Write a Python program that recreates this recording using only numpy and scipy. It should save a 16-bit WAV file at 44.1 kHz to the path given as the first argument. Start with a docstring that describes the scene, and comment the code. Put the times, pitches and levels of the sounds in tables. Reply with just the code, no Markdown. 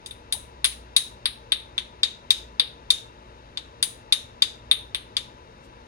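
"""Stone tapped in a workshop

A stone is tapped in mostly even runs, heard by two microphones and stronger at the left one.
Each tap rings three short modes and a contact click; close echoes, scatter and a fading room follow.
Fan noise, mains hum and a low drone fill the pauses; dull thuds and one faint rustle join in."""
import sys
import numpy as np
from scipy import signal
from scipy.fft import rfft, irfft
from scipy.io import wavfile
from scipy.ndimage import uniform_filter1d

SR = 44100
rng = np.random.default_rng(int(sys.argv[2]) if len(sys.argv) > 2 else 0)


def pcm_store(signal):
    """Save signal as 16-bit PCM."""
    levels = np.round(np.clip(np.atleast_2d(signal), -1, 1) * 32767)
    wavfile.write(sys.argv[1], SR, levels.astype(np.int16).T)


N = 258867


def gain_of(db):
    """Decibels to amplitude gain."""
    return 10 ** (np.asarray(db) / 20)


def read(points, hz):
    """Interpolates a table on a log-frequency axis."""
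    f, value = np.transpose(points)
    return np.interp(np.log(hz + 1), np.log(f + 1), value)


def ring(x, hz, width_hz):
    """Two-pole resonance with gain 1 at its centre; a wider one dies sooner."""
    radius, turn = np.exp(-np.pi * width_hz / SR), np.exp(2j * np.pi * hz / SR)
    poles = np.poly([radius * turn, radius / turn]).real
    return abs(np.polyval(poles, turn)) * signal.lfilter([1], poles, x)


def band(x, hz, width_hz):
    """Band-pass around hz."""
    edges = [hz - width_hz / 2, min(hz + width_hz / 2, SR / 2 - 1)]
    return signal.sosfilt(signal.butter(2, edges, "band", fs=SR, output="sos"), x)


def peaked(x):
    """Scales to peak 1."""
    return x / abs(x).max()


def slow_noise(shape, smooth_samples):
    """Slow random wander of about unit spread: a moving average of noise."""
    return uniform_filter1d(rng.standard_normal(shape), smooth_samples) * np.sqrt(smooth_samples)


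def fan():
    """Steady noise with narrow bumps, partly alike and delayed at the right microphone."""
    # left spectrum: pitch_hz, level_db per Hz
    floor = [(20, -91), (45, -72), (110, -75), (160, -80.5), (400, -80.5), (600, -77.5), (720, -85),
             (1200, -83), (2200, -89.5), (4000, -94.5), (6600, -101), (7500, -111), (9800, -109),
             (10600, -122), (15600, -127), (15900, -150)]
    # bumps: pitch_hz, width_hz, level_db
    bumps = [(116.3, 15.4, -62), (467, 43, -60), (874, 66, -56), (980, 42, -56.5), (1670, 28.6, -93.5),
             (2707, 71, -66), (3780, 250, -65)]
    # level difference: pitch_hz, left_minus_right_db
    left_excess = [(60, 2), (200, 0.5), (380, 3), (700, 5.5), (1290, 5.5), (2380, 6.5), (4400, 9.5),
                   (8100, 12), (10000, 7), (12000, -4.5), (15000, 10.5)]
    # likeness of the two sides: pitch_hz, likeness (0 to 1)
    likeness = [(30, .995), (120, .97), (250, .87), (700, .8), (1000, .92), (2000, .75), (5000, .7),
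                (10000, .5), (14000, .1)]
    lag_ms = 0.43
    hz = np.fft.rfftfreq(N, 1 / SR)
    power = gain_of(read(floor, hz)) ** 2
    for f, width_hz, db in bumps:
        power = power + gain_of(db) ** 2 / width_hz * np.exp(-((hz - f) / width_hz * 2) ** 2)
    left, other = rfft(rng.standard_normal((2, N)), axis=1)
    same = np.clip(read(likeness, hz), 0, 1)
    delayed = left * np.exp(-2j * np.pi * hz * lag_ms / 1000)
    right = same * delayed + np.sqrt(1 - same ** 2) * other
    both = np.array([left, right / gain_of(read(left_excess, hz))])
    return irfft(both * np.sqrt(power * SR / 2), N, axis=1)


def hum():
    """Mains overtones: sines whose levels waver slowly."""
    # overtones: pitch_hz, level_db (rms, before the waver)
    overtones = [(240.5, -65), (360.7, -67.5)]
    waver_db = 2.6  # spread
    t = np.arange(N) / SR
    out = np.zeros(N)
    for (hz, db), waver in zip(overtones, slow_noise((len(overtones), N), 3000)):
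        out += gain_of(db + waver_db * waver) * np.sin(2 * np.pi * hz * t)
    return np.sqrt(2) * out


def drone():
    """Low sine of changing level whose wavering pitch settles lower, then holds around there."""
    # level curve: time_s, level_db (rms)
    levels = [(0.0, -63), (0.19, -55.5), (0.93, -47), (0.96, -57), (1.99, -53.5), (2.03, -70),
              (2.47, -47.5), (2.73, -62), (2.84, -55), (2.96, -67), (3.02, -59), (3.32, -54), (4.2, -66.5),
              (4.69, -50), (5.77, -63), (5.87, -64)]
    # pitch curve before the waver: time_s, pitch_hz
    pitches = [(0, 65), (.54, 63.8), (.65, 58.6)]
    waver_hz = 0.75  # spread
    t = np.arange(N) / SR
    pitch_hz = np.interp(t, *np.transpose(pitches)) + waver_hz * slow_noise(N, 9000)
    level = gain_of(np.interp(t, *np.transpose(levels)))
    return np.sqrt(2) * level * np.sin(2 * np.pi * np.cumsum(pitch_hz) / SR)


def brushes():
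    """Faint rustle: a soft wide-band puff of noise."""
    # puffs: centre_s, gain_db (before panning), length_s (centre to 1/e)
    puffs = [(5.65, -57.5, 0.021)]
    t = np.arange(N) / SR
    noise = band(rng.standard_normal((2, N)), 5400, 6900)
    return noise * sum(gain_of(db) * np.exp(-((t - s) / length_s) ** 2) for s, db, length_s in puffs)


def thuds():
    """Soft dull bumps under and after some taps: a few cycles of a damped low sine."""
    # bumps: start_s, gain_db (before panning), pitch_hz
    bumps = [(.326, -50, 484), (.341, -42, 760), (.35, -38, 930), (.37, -42, 610), (.645, -38.5, 413),
             (1.258, -43, 397), (1.522, -38, 338), (2.6, -39, 600), (2.625, -44, 500), (2.906, -50, 505),
             (3.829, -41, 670), (4.715, -46, 605), (4.948, -44, 614)]
    out, t = np.zeros(N), np.arange(2000) / SR
    envelope = t / 0.0024 * np.exp(1 - t / 0.0021)
    for s, db, hz in bumps:
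        start = round(s * SR)
        out[start:start + len(t)] += gain_of(db) * np.sin(2 * np.pi * hz * t) * envelope
    return out


def late_room(noise):
    """Late room sound: noise builds up, then dies band by band; left and right levels set."""
    # decay: pitch_hz, t60_s
    decay = [(1200, 0.23), (3700, 0.28), (6500, 0.31), (9600, 0.23), (14000, 0.27)]
    level_db, build_up_s = (-4.5, -8.5), 0.048
    size = noise.shape[1]
    hz, t, grid = signal.stft(noise, SR, nperseg=128)
    fade = gain_of(-60 * t / read(decay, hz)[:, None])
    tail = signal.istft(grid * fade, SR, nperseg=128)[1][:, :size]
    tail = tail * (1 - np.exp(-np.arange(size) / SR / build_up_s))
    return gain_of(level_db)[:, None] * tail / np.linalg.norm(tail, axis=1, keepdims=True)


def early_scatter(noise):
    """Dense early reflections: decaying noise after a short ramp; left and right levels set."""
    level_db, t60_s, build_up_s = (8.5, -4), 0.1, 0.0018
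    t = np.arange(noise.shape[1]) / SR
    scatter = noise * gain_of(-60 * t / t60_s) * np.minimum(t / build_up_s, 1)
    return gain_of(level_db)[:, None] * scatter / np.linalg.norm(scatter, axis=1, keepdims=True)


def close_echoes(size):
    """Echoes off nearby things at exact delays, then weaker ones of chance sign."""
    # left echoes: delay_ms, strength (signed)
    left_echoes = [(0.0, 0.56), (0.658, 1.0), (0.907, 1.0), (1.361, -0.55), (1.837, -0.83), (2.472, -0.67),
                   (3.129, -0.48), (4.036, -0.47), (6.1, 0.55), (6.803, -0.62), (7.664, -0.73)]
    # right echoes: delay_ms, strength (signed)
    right_echoes = [(0.272, -0.24), (0.658, -0.99), (1.905, 0.76), (2.222, 0.38), (3.129, -0.35),
                    (5.351, 0.35), (7.052, -0.24), (8.662, 0.23), (9.569, -0.3)]
    step_ms, later_db = 1.6, (-19, -22)  # levels left, right
    later_ms = np.arange(10.5, 26, step_ms)
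    at = np.arange(-20, size - 20)  # room for the sinc to start before delay 0
    sides = []
    for near, db in zip((left_echoes, right_echoes), later_db):
        place, sign = rng.random((2, len(later_ms)))
        far = list(zip(later_ms + step_ms * place, gain_of(db) * np.sign(sign - .5)))
        sides.append(sum(g * np.sinc(at - ms * SR / 1000) for ms, g in near + far))
    return np.array(sides)


def click_part(low_db, high_db, grit_db):
    """The high ring, and the contact itself: a low knock and a crunch in two treble bands."""
    detune = .006  # spread, share of the pitch
    click = signal.unit_impulse(1024)
    high_hz = 9517 * (1 + detune * rng.standard_normal())
    high = band(ring(click, high_hz, 420), high_hz, 4360)
    knock = band(band(click, 1280, 330), 1280, 330)
    # grains break a moment after contact
    grit_lag, edge_lag = rng.integers(8, 40, size=2)
    grit = band(np.roll(click, grit_lag), 6200, 3400)
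    edge = band(np.roll(click, edge_lag), 13200, 5600)
    parts = [(low_db - 15.5, knock), (grit_db, grit), (high_db, high), (high_db - 18, edge)]
    return sum(gain_of(db) * part / np.linalg.norm(part) for db, part in parts)


def taps():
    """Strikes ring the stone through fixed echoes, with a scatter and room partly new each time."""
    # strikes: start_s, low_ring_db, middle_ring_db, high_ring_db, grit_db,
    # damping (factor on the low ring's width, from the grip), low_ring_hz
    strikes = [(0.0607, -31, -38, -18.5, -24, 0.98, 3700), (0.1096, -32, -59, -22.5, -38, 0.86, 3670),
               (0.3244, -16, -24.5, -1, -13.5, 1.17, 3770), (0.6442, -7, -33, 3, -22.5, 2.9, 3820),
               (0.6506, -11, -39, -8.5, -8.5, 2.7, 3540), (0.7223, -31, -57, -40, -40, 5.9, 3330),
               (0.9643, -8, -15.5, 3.5, -5, 0.57, 3813), (1.2567, -9.5, -19, -7, -57, 1.8, 3780),
               (1.5204, -8, -63, -9.5, -23, 1.02, 3690), (1.7796, -13, -43, -20, -23.5, 1.7, 3610),
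               (2.0324, -9.5, -15, -15.5, -10.5, 0.61, 3730), (2.3056, -8.5, -17, -7, -6.5, 0.56, 3720),
               (2.597, -7.5, -15.5, -12, -28.5, 1.03, 3675), (2.904, -10.5, -15, -2.5, -5.5, 0.39, 3690),
               (3.5727, -20, -28, -26.5, -24.5, 1.36, 3700), (3.8271, -11.5, -17.5, 2.5, -9.5, 1.95, 3680),
               (4.124, -8, -16, -4, -7.5, 0.69, 3720), (4.4215, -8.5, -13, -9.5, -8.5, 0.78, 3666),
               (4.7127, -7, -43.5, -4.5, -19, 0.72, 3667), (4.9471, -13, -39, -13.5, -27, 2.5, 3570),
               (5.1675, -12.5, -19.5, -14.5, -15, 1.34, 3616)]
    moved = 0.53  # amplitude share of scatter and room noise that is new each tap, as the hands move
    low_width_hz, linger_width_hz, linger_db = 260, 150, -9  # low width at damping 1
    middle_hz, middle_width_hz, middle_room_db = 4640, 235, -7.5
    soft_hz = 4540  # the blow is too long to drive the low ring far above its pitch
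    treble_t60_s = 0.097  # soft surroundings swallow the treble of later echoes
    treble_room_db, left_minus_right_db = 1.5, -1.14
    size, out, click = SR // 2, np.zeros((2, N + SR)), signal.unit_impulse(1024)
    t = np.arange(size) / SR
    echoes, steady = close_echoes(size), rng.standard_normal((2, size))
    dulled = echoes * gain_of(-60 * t / treble_t60_s)
    blow = signal.sosfilt(signal.butter(2, soft_hz, fs=SR, output="sos"), click)
    middle = peaked(band(ring(click, middle_hz, middle_width_hz), middle_hz, 1200))
    balance = gain_of([[left_minus_right_db / 2], [-left_minus_right_db / 2]])
    for s, low_db, middle_db, high_db, grit_db, damping, low_hz in strikes:
        noise = np.sqrt(1 - moved ** 2) * steady + moved * rng.standard_normal((2, size))
        scatter = early_scatter(noise)
        room = late_room(noise[:, ::-1])
        # a small stone gives no bass
        low = gain_of(low_db) * peaked(band(ring(blow, low_hz, low_width_hz * damping), 4080, 5280))
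        # a core of the low ring lasts into the room
        linger = gain_of(low_db + linger_db) / damping * peaked(ring(click, low_hz, linger_width_hz))
        # the click's room share has its own level
        click_path = dulled + gain_of(treble_room_db) * room + scatter
        # the middle mode beams at the microphones, so less of it reaches the room
        middle_path = echoes + gain_of(middle_room_db) * room
        paths = [(low, echoes + room + scatter),
                 (click_part(low_db, high_db, grit_db), click_path),
                 (linger, room),
                 (gain_of(middle_db) * middle, middle_path)]
        heard = sum(signal.fftconvolve(part[None], path, axes=1) for part, path in paths)
        start = round((s - .001) * SR)  # placed 1 ms early; delay 0 of the echoes falls 20 samples later, so a tap sounds about 0.55 ms before start_s
        out[:, start:start + heard.shape[1]] += heard * balance
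    return out[:, :N]


def scene():
    """Taps over fan, hum and drone; thuds and rustle lean 5 dB to the left."""
    leaning = (thuds() + brushes()) * gain_of([[2.5], [-2.5]])
    return fan() + hum() + drone() + leaning + taps()


def record(dry):
    """Clips peaks at a ceiling, then low-passes at the band limit."""
    held = np.clip(dry, -.89, .89)
    low_pass = signal.firwin(511, 16850, window=("kaiser", 9), fs=SR)  # cutoff in Hz
    return signal.oaconvolve(held, low_pass[None], "same")


dry = scene()
out = record(dry)
pcm_store(out)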